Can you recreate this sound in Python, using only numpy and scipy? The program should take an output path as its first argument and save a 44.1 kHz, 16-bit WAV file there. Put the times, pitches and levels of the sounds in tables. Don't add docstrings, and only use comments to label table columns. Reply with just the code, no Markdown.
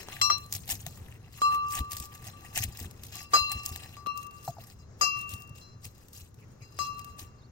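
import sys
import numpy as np
from scipy import signal
from scipy.fft import rfft, irfft, next_fast_len
from scipy.io import wavfile
from scipy.ndimage import uniform_filter1d, map_coordinates

SR = 44100
rng = np.random.default_rng(int(sys.argv[2]) if len(sys.argv) > 2 else 0)


def wav_record(signal):
    frames = np.transpose(np.atleast_2d(signal))
    bounded = np.clip(frames, -1, 1)
    quanta = np.round(bounded * 32767).astype(np.int16)
    wavfile.write(sys.argv[1], SR, quanta)


N = 331191

MODE_HZ = [1162, 1173, 1185, 2046, 2722, 2736, 3220, 4097, 4089, 4926, 4944, 5057, 5068, 5608, 5620, 6515,
           6539, 6577, 7074, 7500, 7885, 8426, 8788, 8893, 9410, 9725, 11760, 12172, 12493, 12570, 14810]
# level/dB, t60/s, right minus left/dB, lead at the right microphone/rad
MODES = [(0.8, 0.92, -3.5, 0), (-2.8, 1.185, 2, -1.76), (4.5, 0.17, -0.5, 1.5), (-2, 0.035, 8.5, 7),
         (3, 0.65, -3.5, 2.5), (2.5, 1.13, 0.5, 2.5), (-0.5, 0.064, 13, 4), (11, 0.53, -11, 2),
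         (-11, 1.7, -10, 7.5), (1.5, 0.35, -0.5, 1.5), (-6, 0.333, -17, 19.5), (-26, 0.35, -5.5, 3.5),
         (1, 0.21, -26.5, 5), (5, 0.43, -9.5, 2), (9.5, 0.41, -12.5, 3.2), (-10.5, 0.19, -3, 5.5),
         (2.5, 0.22, -15.5, 15), (-9, 0.48, -6, 4.5), (-11, 0.24, -2, -2), (2.5, 0.22, 4.5, 0.7),
         (-12, 0.18, 1, 0.3), (-18, 0.21, 2, 1.2), (-8, 0.3, -4.5, 1.7), (-9, 0.32, -3, 1),
         (-12, 0.19, -3, 3), (-10, 0.43, 0, 4.5), (-22, 0.28, 1, 2), (-9, 0.52, -1.5, 0.3),
         (-20, 0.37, -1.5, .7), (-22, 0.28, -1, 1.4), (-12, 0.27, 2, -2)]
# t/s, low twins' share/rad, upper low twin's phase/rad, middle twins' share/rad,
# seven family levels/dB (low twins, short clang, middle twins, around 4.1, 5, 5.6 and 7.5 kHz),
# damping factor, right side/dB, crack/dB, chatter/dB, time until nuts or hand muffle the ring/s
BLOWS = [(0.086, 1.7, -2.5, 0.44, -55, -59, -60, -57, -71, -62, -70, 2, 5.5, -32, -48, 0.069),
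         (0.2144, 1.52, 1, 0.066, -18, -23, -27.5, -29.5, -28.5, -23.5, -30, 1.52, -5.5, -19.5, -74, 0.2),
         (0.3, 1.06, 2.5, 0.068, -28.5, -13.5, -28.5, -25.5, -32, -22, -42, 2.7, 0, -28.5, -35.5, 0.15),
         (1.4178, 1.38, -3, 0.7, -13.5, -62, -32.5, -42.5, -43, -50, -42, 0.97, -3.5, -25.5, -55, 0.6),
         (2.334, 1.3, -1.5, 0.79, -45.5, -66, -58, -73, -82, -75, -80, 0.8, -5.5, -64, -65, .15),
         (3.15, 0.72, 0, 1, -49.5, -57, -51.5, -63, -51, -75, -70, 0.74, -3.5, -41, -65, 0.2),
         (3.334, 1.09, 1.14, 0.84, -21.5, -9, -21.5, -23.5, -19.5, -41, -39.5, 1.31, -3, -39.5, -23.5, 0.26),
         (3.968, .06, 9, .5, -41.5, -66, -63, -68, -55.5, -68.5, -72, 1.3, -6.5, -40.5, -56, 0.064),
         (4.0614, 0.91, -2, 2.18, -24, -61, -38, -54.5, -59, -56.5, -73, 1.24, -9.5, -40, -62, 0.22),
         (5.011, 1.07, 2, 1.38, -20, -17, -23, -44, -20, -34, -59, 1.26, -10, -23, -31, 0.27),
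         (5.612, 1.3, -4, 1.5, -59, -78, -79, -63, -61.5, -65, -77, 0.74, -8.5, -62, -73, 0.13),
         (6.619, 1.6, -0.5, 0.9, -58, -74, -63, -73.5, -54.5, -79, -84, 0.93, -7, -58.5, -70, 0.18),
         (6.7892, 0.77, -1.4, 1.6, -24, -40, -42, -50, -34, -43.5, -59, 1.13, -6, -29, -47.5, 0.21)]
# f/Hz, level/dB
SHARP_SPECTRUM = [(1500, -49.5), (2500, -8), (4000, -2), (6800, 2.5), (9000, -1), (12000, 1.5), (15500, 0)]
BODY_SPECTRUM = [(150, 8), (500, -12), (760, 9), (1200, -11.5), (1880, 6.5), (2250, 2), (2630, 6.5),
                 (3400, 0), (4010, -1), (5000, -15), (7000, -5.5)]
# f/Hz, correlation
NEAR_LIKENESS = [(100, .97), (400, .8), (1500, .7), (5000, .4), (7500, .5), (9000, .97), (15000, .98)]


def amp(db):
    return 10 ** (np.asarray(db) / 20)


def unit(x):
    return x / np.sqrt(np.mean(x ** 2) + 1e-20)


def along(points, hz):
    f, v = np.transpose(points)
    return np.interp(np.log(hz + 1), np.log(f + 1), v)


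def curves(rows):
    s, *cols = np.transpose(rows)
    return [np.interp(np.arange(N) / SR, s, c) for c in cols]


def wobble(rate):
    return map_coordinates(rng.standard_normal(int(N * rate / SR) + 4), [np.arange(N) * rate / SR])


def filtered(x, response):
    m = next_fast_len(N + SR // 2)
    return irfft(rfft(x, m) * response(np.fft.rfftfreq(m, 1 / SR)), m)[..., :N]


def shaped(x, spectrum):
    return filtered(x, lambda hz: amp(along(spectrum, hz)))


def add(track, s, sound):
    part = track[..., round(s * SR):][..., :sound.shape[-1]]
    part += sound[..., :part.shape[-1]]


def microphones(pair, likeness):
    # f/Hz, level/dB
    balance = [(100, 1.5), (700, 4), (2400, 2.5), (4800, 7.5), (7000, 7), (9000, 0.5), (15000, 0)]
    # f/Hz, phase/rad
    lead = [(200, 0), (800, .3), (1700, 1.2), (2750, 2), (3450, 3.1), (5400, 7), (7200, 8.4), (9000, 5.3),
            (10000, 3.4), (11000, 1.7), (12050, -.1), (13100, -2.1), (14100, -3.7), (15200, -5.8)]
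    turn = lambda hz: np.arccos(np.clip(along(likeness, hz), 0, 1)) / 2
    mid, side = filtered(pair, lambda hz: np.array([np.cos(turn(hz)), np.sin(turn(hz))]))
    half = lambda hz: amp(along(balance, hz) / 2) * np.exp(1j * along(lead, hz) / 2)
    return filtered(np.array([mid + side, mid - side]), lambda hz: np.array([half(hz), 1 / half(hz)]))


def traffic_and_leaves():
    # t/s, traffic/dB, leaves/dB
    levels = [(0.0, -55.5, -53.5), (0.6, -47, -58.5), (1.2, -52.5, -58), (1.82, -51, -57.5),
              (4.2, -53, -58.5), (5, -51, -57.5), (6.15, -55.5, -60), (7.15, -51.5, -57),
              (7.51, -54, -61.5)]
    # f/Hz, level/dB
    traffic_spectrum = [(20, -50.5), (40, -10), (65, 1), (110, 5.5), (160, -6.5), (260, -15.5), (400, -55)]
    leaf_spectrum = [(150, 5.5), (290, 1), (420, 2), (700, -7.5), (1160, -7.5), (2000, -15), (3000, -24),
                     (5000, -21), (6740, -17.5), (9000, -48.5), (16000, -48)]
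    # f/Hz, correlation
    far_likeness = [(60, .97), (200, .85), (500, .3), (5000, .2), (7500, .4), (9000, .95), (15000, .97)]
    traffic_db, leaves_db = curves(levels)
    noise = lambda spectrum: unit(shaped(rng.standard_normal((2, N)), spectrum))
    rumble = amp(traffic_db + 1.6 * wobble(6)) * noise(traffic_spectrum)
    hiss = amp(leaves_db + 1.4 * wobble(6.5)) * noise(leaf_spectrum)
    return microphones(rumble + hiss, far_likeness)


def bird_cheeps():
    # t/s, level/dB
    calls = [(6.405, -61), (6.601, -56)]
    start_hz, fall_hz_per_s, rough_hz, length_s = 2750, 17000, 258, 0.051
    out, t = np.zeros((2, N)), np.arange(round(length_s * SR)) / SR
    for s, db in calls:
        jitter = np.array([wobble(510)[:len(t)], wobble(433)[:len(t)]])
        hz = start_hz - fall_hz_per_s * t + rough_hz * jitter
        tone = np.sin(2 * np.pi * np.cumsum(hz, axis=1) / SR)
        add(out, s, amp(db) * np.sin(np.pi * t / length_s) * tone)
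    return out


def bird_whistle():
    middle_hz, swing_hz, swing_s, length_s = 4050, 440, .056, .09
    out, t = np.zeros((2, N)), np.arange(round(length_s * SR)) / SR
    hz = middle_hz + swing_hz * np.sin(2 * np.pi * t / swing_s) + 100 * wobble(293)[:len(t)]
    phase = 2 * np.pi * np.cumsum(hz) / SR
    voices = np.sin(phase) + amp(-3) * np.exp(-(t / .035) ** 2) * np.sin(1.16 * phase)
    envelope = amp(-67 + 3 * wobble(213)[:len(t)]) * np.sin(np.pi * t / length_s) ** 0.38
    add(out, s=7.382, sound=envelope * voices * amp([[-6], [3]]))
    return out


def ground_thuds():
    # t/s, level/dB, starting f/Hz
    thuds = [(0.208, -47, 109), (0.547, -39.5, 97.6), (0.722, -34.5, 82.6), (0.861, -41.5, 159),
             (1.012, -43.5, 80.6), (1.798, -26, 70.5), (1.928, -42, 88.5), (1.994, -34.5, 71.6),
             (2.213, -42, 130), (2.596, -31, 105.6), (2.64, -32, 100), (2.674, -32.5, 68),
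             (2.804, -31.5, 89.5), (2.849, -33, 84), (3.045, -42.5, 105), (3.407, -37, 72.5),
             (3.55, -30.5, 75.4), (3.707, -35, 84), (3.755, -40, 80), (4.478, -34.5, 132.5),
             (5.33, -34.5, 98), (5.496, -42.5, 114), (5.747, -44, 119), (5.853, -38, 108.4),
             (6.209, -44, 89), (6.609, -43, 123), (6.79, -41, 93), (7.213, -37.5, 102.4)]
    rise_s = 0.013
    tones, puffs, t = np.zeros(N), np.zeros(N), np.arange(SR // 4) / SR
    for s, db, hz in thuds:
        push = amp(db) * (t / rise_s * np.exp(1 - t / rise_s)) ** 2
        add(tones, s, push * np.sin(2 * np.pi * hz * t * (1 - 0.89 * t)))
        add(puffs, s, push * rng.standard_normal(len(t)))
    return tones + amp(13.5) * filtered(puffs, lambda f: (f / 40) / (1 + f / 40) / (1 + (f / 200) ** 3))


def hollow_knocks():
    # t/s, level/dB, f/Hz, t60/s
    knocks = [(0.864, -36.5, 687, 0.028), (4.478, -21.5, 719, 0.038), (4.4855, -25, 690, 0.054),
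              (6.7885, -27.5, 660, 0.011), (4.568, -45, 805, 0.076), (4.584, -33.5, 675, 0.033)]
    out, t = np.zeros(N), np.arange(SR // 4) / SR
    for s, db, hz, t60 in knocks:
        note = np.sin(2 * np.pi * hz * (t + 0.00036 * (1 - np.exp(-t / 0.0024))))
        overtone = 0.12 * np.sin(2 * np.pi * 1.7 * hz * t)
        tick = .08 * np.sin(2 * np.pi * 4200 * t) * wobble(700)[:len(t)]
        rattle = (note + overtone + tick) * amp(2.4 * wobble(164)[:len(t)])
        add(out, s, amp(db - 60 * t / t60) * rattle * (1 - np.exp(-t / 0.00079)))
    return out


def pestle_pressure():
    # t/s, rustle/dB, body/dB, brass hum/dB
    stirring = [(0, -84, -49, -39), (.4, -60.5, -64, -66), (.8, -55.5, -61.5, -85),
                (1.25, -104, -60.5, -52), (1.6, -87.5, -72.5, -52), (2.2, -62, -56.5, -46.5),
                (2.95, -75.5, -63, -54.5), (3.25, -62, -60.5, -41.5), (3.8, -75, -53.5, -42.5),
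                (4.1, -73.5, -68.5, -65), (4.5, -63.5, -75, -49.5), (4.9, -90, -90, -61.5),
                (5.4, -65, -69.5, -57), (5.7, -94, -84, -55), (6.1, -65, -71, -63),
                (6.45, -79.5, -78.5, -63), (7, -65, -67.5, -45.5), (7.51, -94, -78, -62)]
    # t/s, hold/s, level/dB, relative body/dB
    crushes = [(0.53, 0.026, -41.5, -11), (0.701, 0.024, -39.5, 1), (0.866, 0.0081, -48.5, -6),
               (0.904, 0.071, -56.5, -36), (1.328, 0.095, -57.5, -13), (1.519, 0.031, -51.5, 4.5),
               (1.708, 0.018, -42.5, -15), (1.742, 0.044, -39.5, -1), (1.912, 0.13, -45.5, -8.5),
               (2.559, 0.082, -39, -3.5), (2.792, 0.061, -49.5, -3), (3.039, 0.045, -55, -8),
               (3.128, 0.077, -54, 0), (3.325, 0.086, -48, -7.5), (3.52, 0.0056, -45.5, 0),
               (3.638, 0.12, -51.5, -22), (4.16, 0.08, -60.5, -23.5), (4.428, 0.047, -53.5, -14),
               (4.595, 0.13, -62.5, 1), (5.0, 0.092, -56, -14), (5.167, 0.056, -56.5, -3.5),
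               (5.302, 0.035, -45.5, -5.5), (5.561, 0.056, -58.5, -15.5), (5.845, 0.019, -47.5, -11.5),
               (6.143, 0.071, -52.5, -15.5), (6.797, 0.073, -56.5, -7), (6.99, 0.15, -71.5, -13),
               (7.193, 0.025, -46, -7)]
    rise_db_per_s, sag_db_per_s, fall_db_per_s = 1098, 22.5, 534
    rustle, body, hum = amp(np.array(curves(stirring)) + 4.5 * wobble(21))
    start, hold, db, body_db = np.transpose(crushes)[:, :, None]
    t = np.arange(N) / SR - start
    drop_db = sag_db_per_s * np.clip(t, 0, hold) + fall_db_per_s * np.maximum(t - hold, 0)
    pushes = amp(db + rise_db_per_s * np.minimum(t, 0) - drop_db)
    total = pushes.sum(axis=0)
    return rustle + total, body + (pushes * amp(body_db)).sum(axis=0), hum + amp(2) * total


def walnut_crunch():
    rustle, body, hum = pestle_pressure()
    fractures = (rng.random(N) < .03) * amp(np.clip(3 * rng.exponential(size=N), 0, 9))
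    grit = (unit(fractures) + 1.03) * rng.standard_normal((2, N)) * amp(1.77 * wobble(120))
    spectra = signal.stft(grit, nperseg=256)[2]
    patches = uniform_filter1d(rng.standard_normal(spectra.shape[1:]), size=9, axis=0)
    patches = unit(uniform_filter1d(patches, size=4, axis=1))
    grit = unit(signal.istft(spectra * amp(4 * patches), nperseg=256)[1][:, :N])
    crunch = rustle * unit(shaped(grit, SHARP_SPECTRUM)) + body * unit(shaped(grit, BODY_SPECTRUM))
    width_hz = 14
    ringing_hz = [hz for hz, (_, t60, *_) in zip(MODE_HZ[:20], MODES) if t60 > .1]
    brass = lambda f: sum(1j * f * width_hz / (hz * hz - f * f + 1j * f * width_hz) for hz in ringing_hz)
    return crunch + filtered(hum * grit, brass)


def walnut_snaps():
    # t/s, level/dB, relative body/dB
    snaps = [(0.381, -28, -17), (0.462, -35.5, -17), (0.5253, -13, -11.5), (0.538, -21.5, -9),
             (.551, -18.5, -16), (.563, -25, -8), (.678, -28.5, -1), (0.6916, -22, 3.5), (0.7, -19, -4.5),
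             (.7062, -16.5, -20), (0.719, -17.5, -4), (.727, -27, -7), (0.7542, -29, -17.5),
             (0.8649, -24.5, 3.5), (1.547, -31, 0.5), (1.684, -35, -15), (1.7074, -28, -15),
             (1.722, -25.5, -8.5), (1.7377, -32.5, -4), (1.91, -27, -16), (1.9182, -19, -19.5),
             (1.9317, -21, -10), (1.9675, -20, -11), (1.982, -29, -28), (2, -20, -19), (2.0557, -30.5, -31),
             (2.5755, -12.5, 0), (2.624, -21.5, -7), (2.6381, -14, -5.5), (2.772, -27.5, -12),
             (2.8005, -27, -7), (2.9107, -34.5, -6), (3.0353, -29, -2), (3.067, -32, -15),
             (3.1552, -25.5, -11.5), (3.2007, -36.5, -21), (3.497, -32.5, -24), (3.5174, -16.5, -12),
             (3.654, -25, -5.5), (3.661, -14, -53.5), (3.691, -25.5, -22.5), (3.76, -26, 2),
             (4.1752, -26.5, -25.5), (4.2673, -34.5, -13.5), (4.3097, -41, 0), (5.213, -32.5, -3),
             (5.292, -26.5, -16.5), (5.337, -24.5, -11), (5.421, -34.5, -14), (5.475, -42, -22),
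             (5.494, -42, -18), (5.8524, -28.5, 0), (6.0842, -38.5, -25), (6.132, -31.5, -29),
             (6.3433, -44, -10), (6.993, -31, -5), (7.0453, -31.5, -8.5)]
    sharp, body, t = np.zeros((2, N)), np.zeros((2, N)), np.arange(SR // 50) / SR
    envelope = (amp(-60 * t / 0.025) + 1.2 * amp(-60 * t / 0.0023)) * (1 - np.exp(-t / 0.00016))
    for s, db, body_db in snaps:
        burst = rng.standard_normal((2, len(t))) * envelope
        add(sharp, s, amp(db - 9.5) * burst)
        add(body, s, amp(db + body_db - 12.5) * burst)
    return shaped(sharp, SHARP_SPECTRUM) + shaped(body, BODY_SPECTRUM)


def pestle_contact():
    bounce_s, bounce_db = 4.0698, -29
    crack, chatter, t = np.zeros((2, N)), np.zeros((2, N)), np.arange(SR) / SR
    for s, *_, crack_db, chatter_db, _ in BLOWS:
        add(crack, s, rng.standard_normal((2, SR)) * amp(crack_db - 60 * t / 0.0025))
        add(chatter, s, rng.standard_normal((2, SR)) * amp(chatter_db - 20 * (t / 0.057) ** 2))
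    add(crack, bounce_s, rng.standard_normal((2, SR)) * amp(bounce_db - 60 * t / 0.0037))
    darkened = signal.lfilter([1], [1, -.82], crack)
    low_cut = lambda f: 1j * f / (250 + 1j * f)
    mid_band = lambda f: 1 / (1 + (450 / (f + 1)) ** 3) / (1 + (f / 1500) ** 1.86)
    return filtered(darkened, low_cut) + 3 * filtered(chatter, mid_band)


def bowl_ring():
    family = [0, 0, 1, 5, 2, 2, 3, 3, 3, 4, 4, 4, 4, 5, 5, 4, 4, 4, 4, 6, 4, 4, 6, 6, 6, 6, 4, 6, 4, 4, 6]
    moved = {1: (0.6, 3.1), 4: (1.5, -2.2), 5: (5, -1.62), 7: (1.1, 0)}
    moved_s = 4
    muffle_db_per_s = 209
    restrike_s, restrike_db_per_s = .1, 800
    out, t = np.zeros((2, N)), np.arange(SR) / SR
    hz, twin = np.array(MODE_HZ)[:, None], np.arange(len(MODES))[:, None] % 2
    db, t60, right_db, lead = np.transpose(MODES)[:, :, None]
    sided = np.where(np.abs(hz - 4100) < 100, .3, hz < 8000)
    start_phase = twin * np.where(hz < 3000, 2.1, 3.84) + 2.48 * (hz == MODE_HZ[2])
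    waits = np.diff([blow[0] for blow in BLOWS], append=N)
    for blow, wait in zip(BLOWS, waits):
        s, low, upper_phase, middle, *levels, damping, side_db, _, chatter_db, muffle_s = blow
        level = np.array(levels)[family][:, None] + db + 2.2 * (hz > 7000) * rng.standard_normal(hz.shape)
        share = np.ones(hz.shape)
        share[[0, 1, 4, 5], 0] = np.abs([np.cos(low), np.sin(low), np.cos(middle), np.sin(middle)])
        share[8] = amp(60 * amp(chatter_db))
        choke = muffle_db_per_s * np.clip(hz / 1000 - 3, 0, 3) * np.clip(t - muffle_s, 0, None)
        choke += (wait < restrike_s) * restrike_db_per_s * np.clip(t - wait, 0, None)
        rise_s = 0.00037 + amp(chatter_db) * np.where((hz > 2500) & (hz < 4500), 0.68, 0.08)
        envelope = share * amp(level - 60 * t * damping / t60 - choke) * (1 - np.exp(-t / rise_s))
        start_phase[1] = upper_phase
        phase = 2 * np.pi * hz * t + start_phase
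        if s > moved_s:
            right_db[list(moved), 0], lead[list(moved), 0] = np.transpose(list(moved.values()))
        left = np.sum(envelope * np.sin(phase), axis=0)
        right = np.sum(envelope * amp(right_db + side_db * sided) * np.sin(phase + lead), axis=0)
        add(out, s, np.array([left, right]))
    return out


def scene():
    background = traffic_and_leaves() + bird_cheeps() + bird_whistle()
    pounding = (ground_thuds() + hollow_knocks()) * amp([[1], [-1]])
    crushing = microphones(walnut_crunch() + walnut_snaps() + pestle_contact(), NEAR_LIKENESS)
    return background + pounding + crushing + bowl_ring()


def record(dry):
    shelf_hz, top_hz = 15800, 16900
    shelf = lambda hz: amp(np.where(hz > shelf_hz, -18 - (hz - shelf_hz) / 60, 0))
    return filtered(dry, lambda hz: (hz < top_hz) * shelf(hz))


dry = scene()
out = record(dry)
wav_record(out)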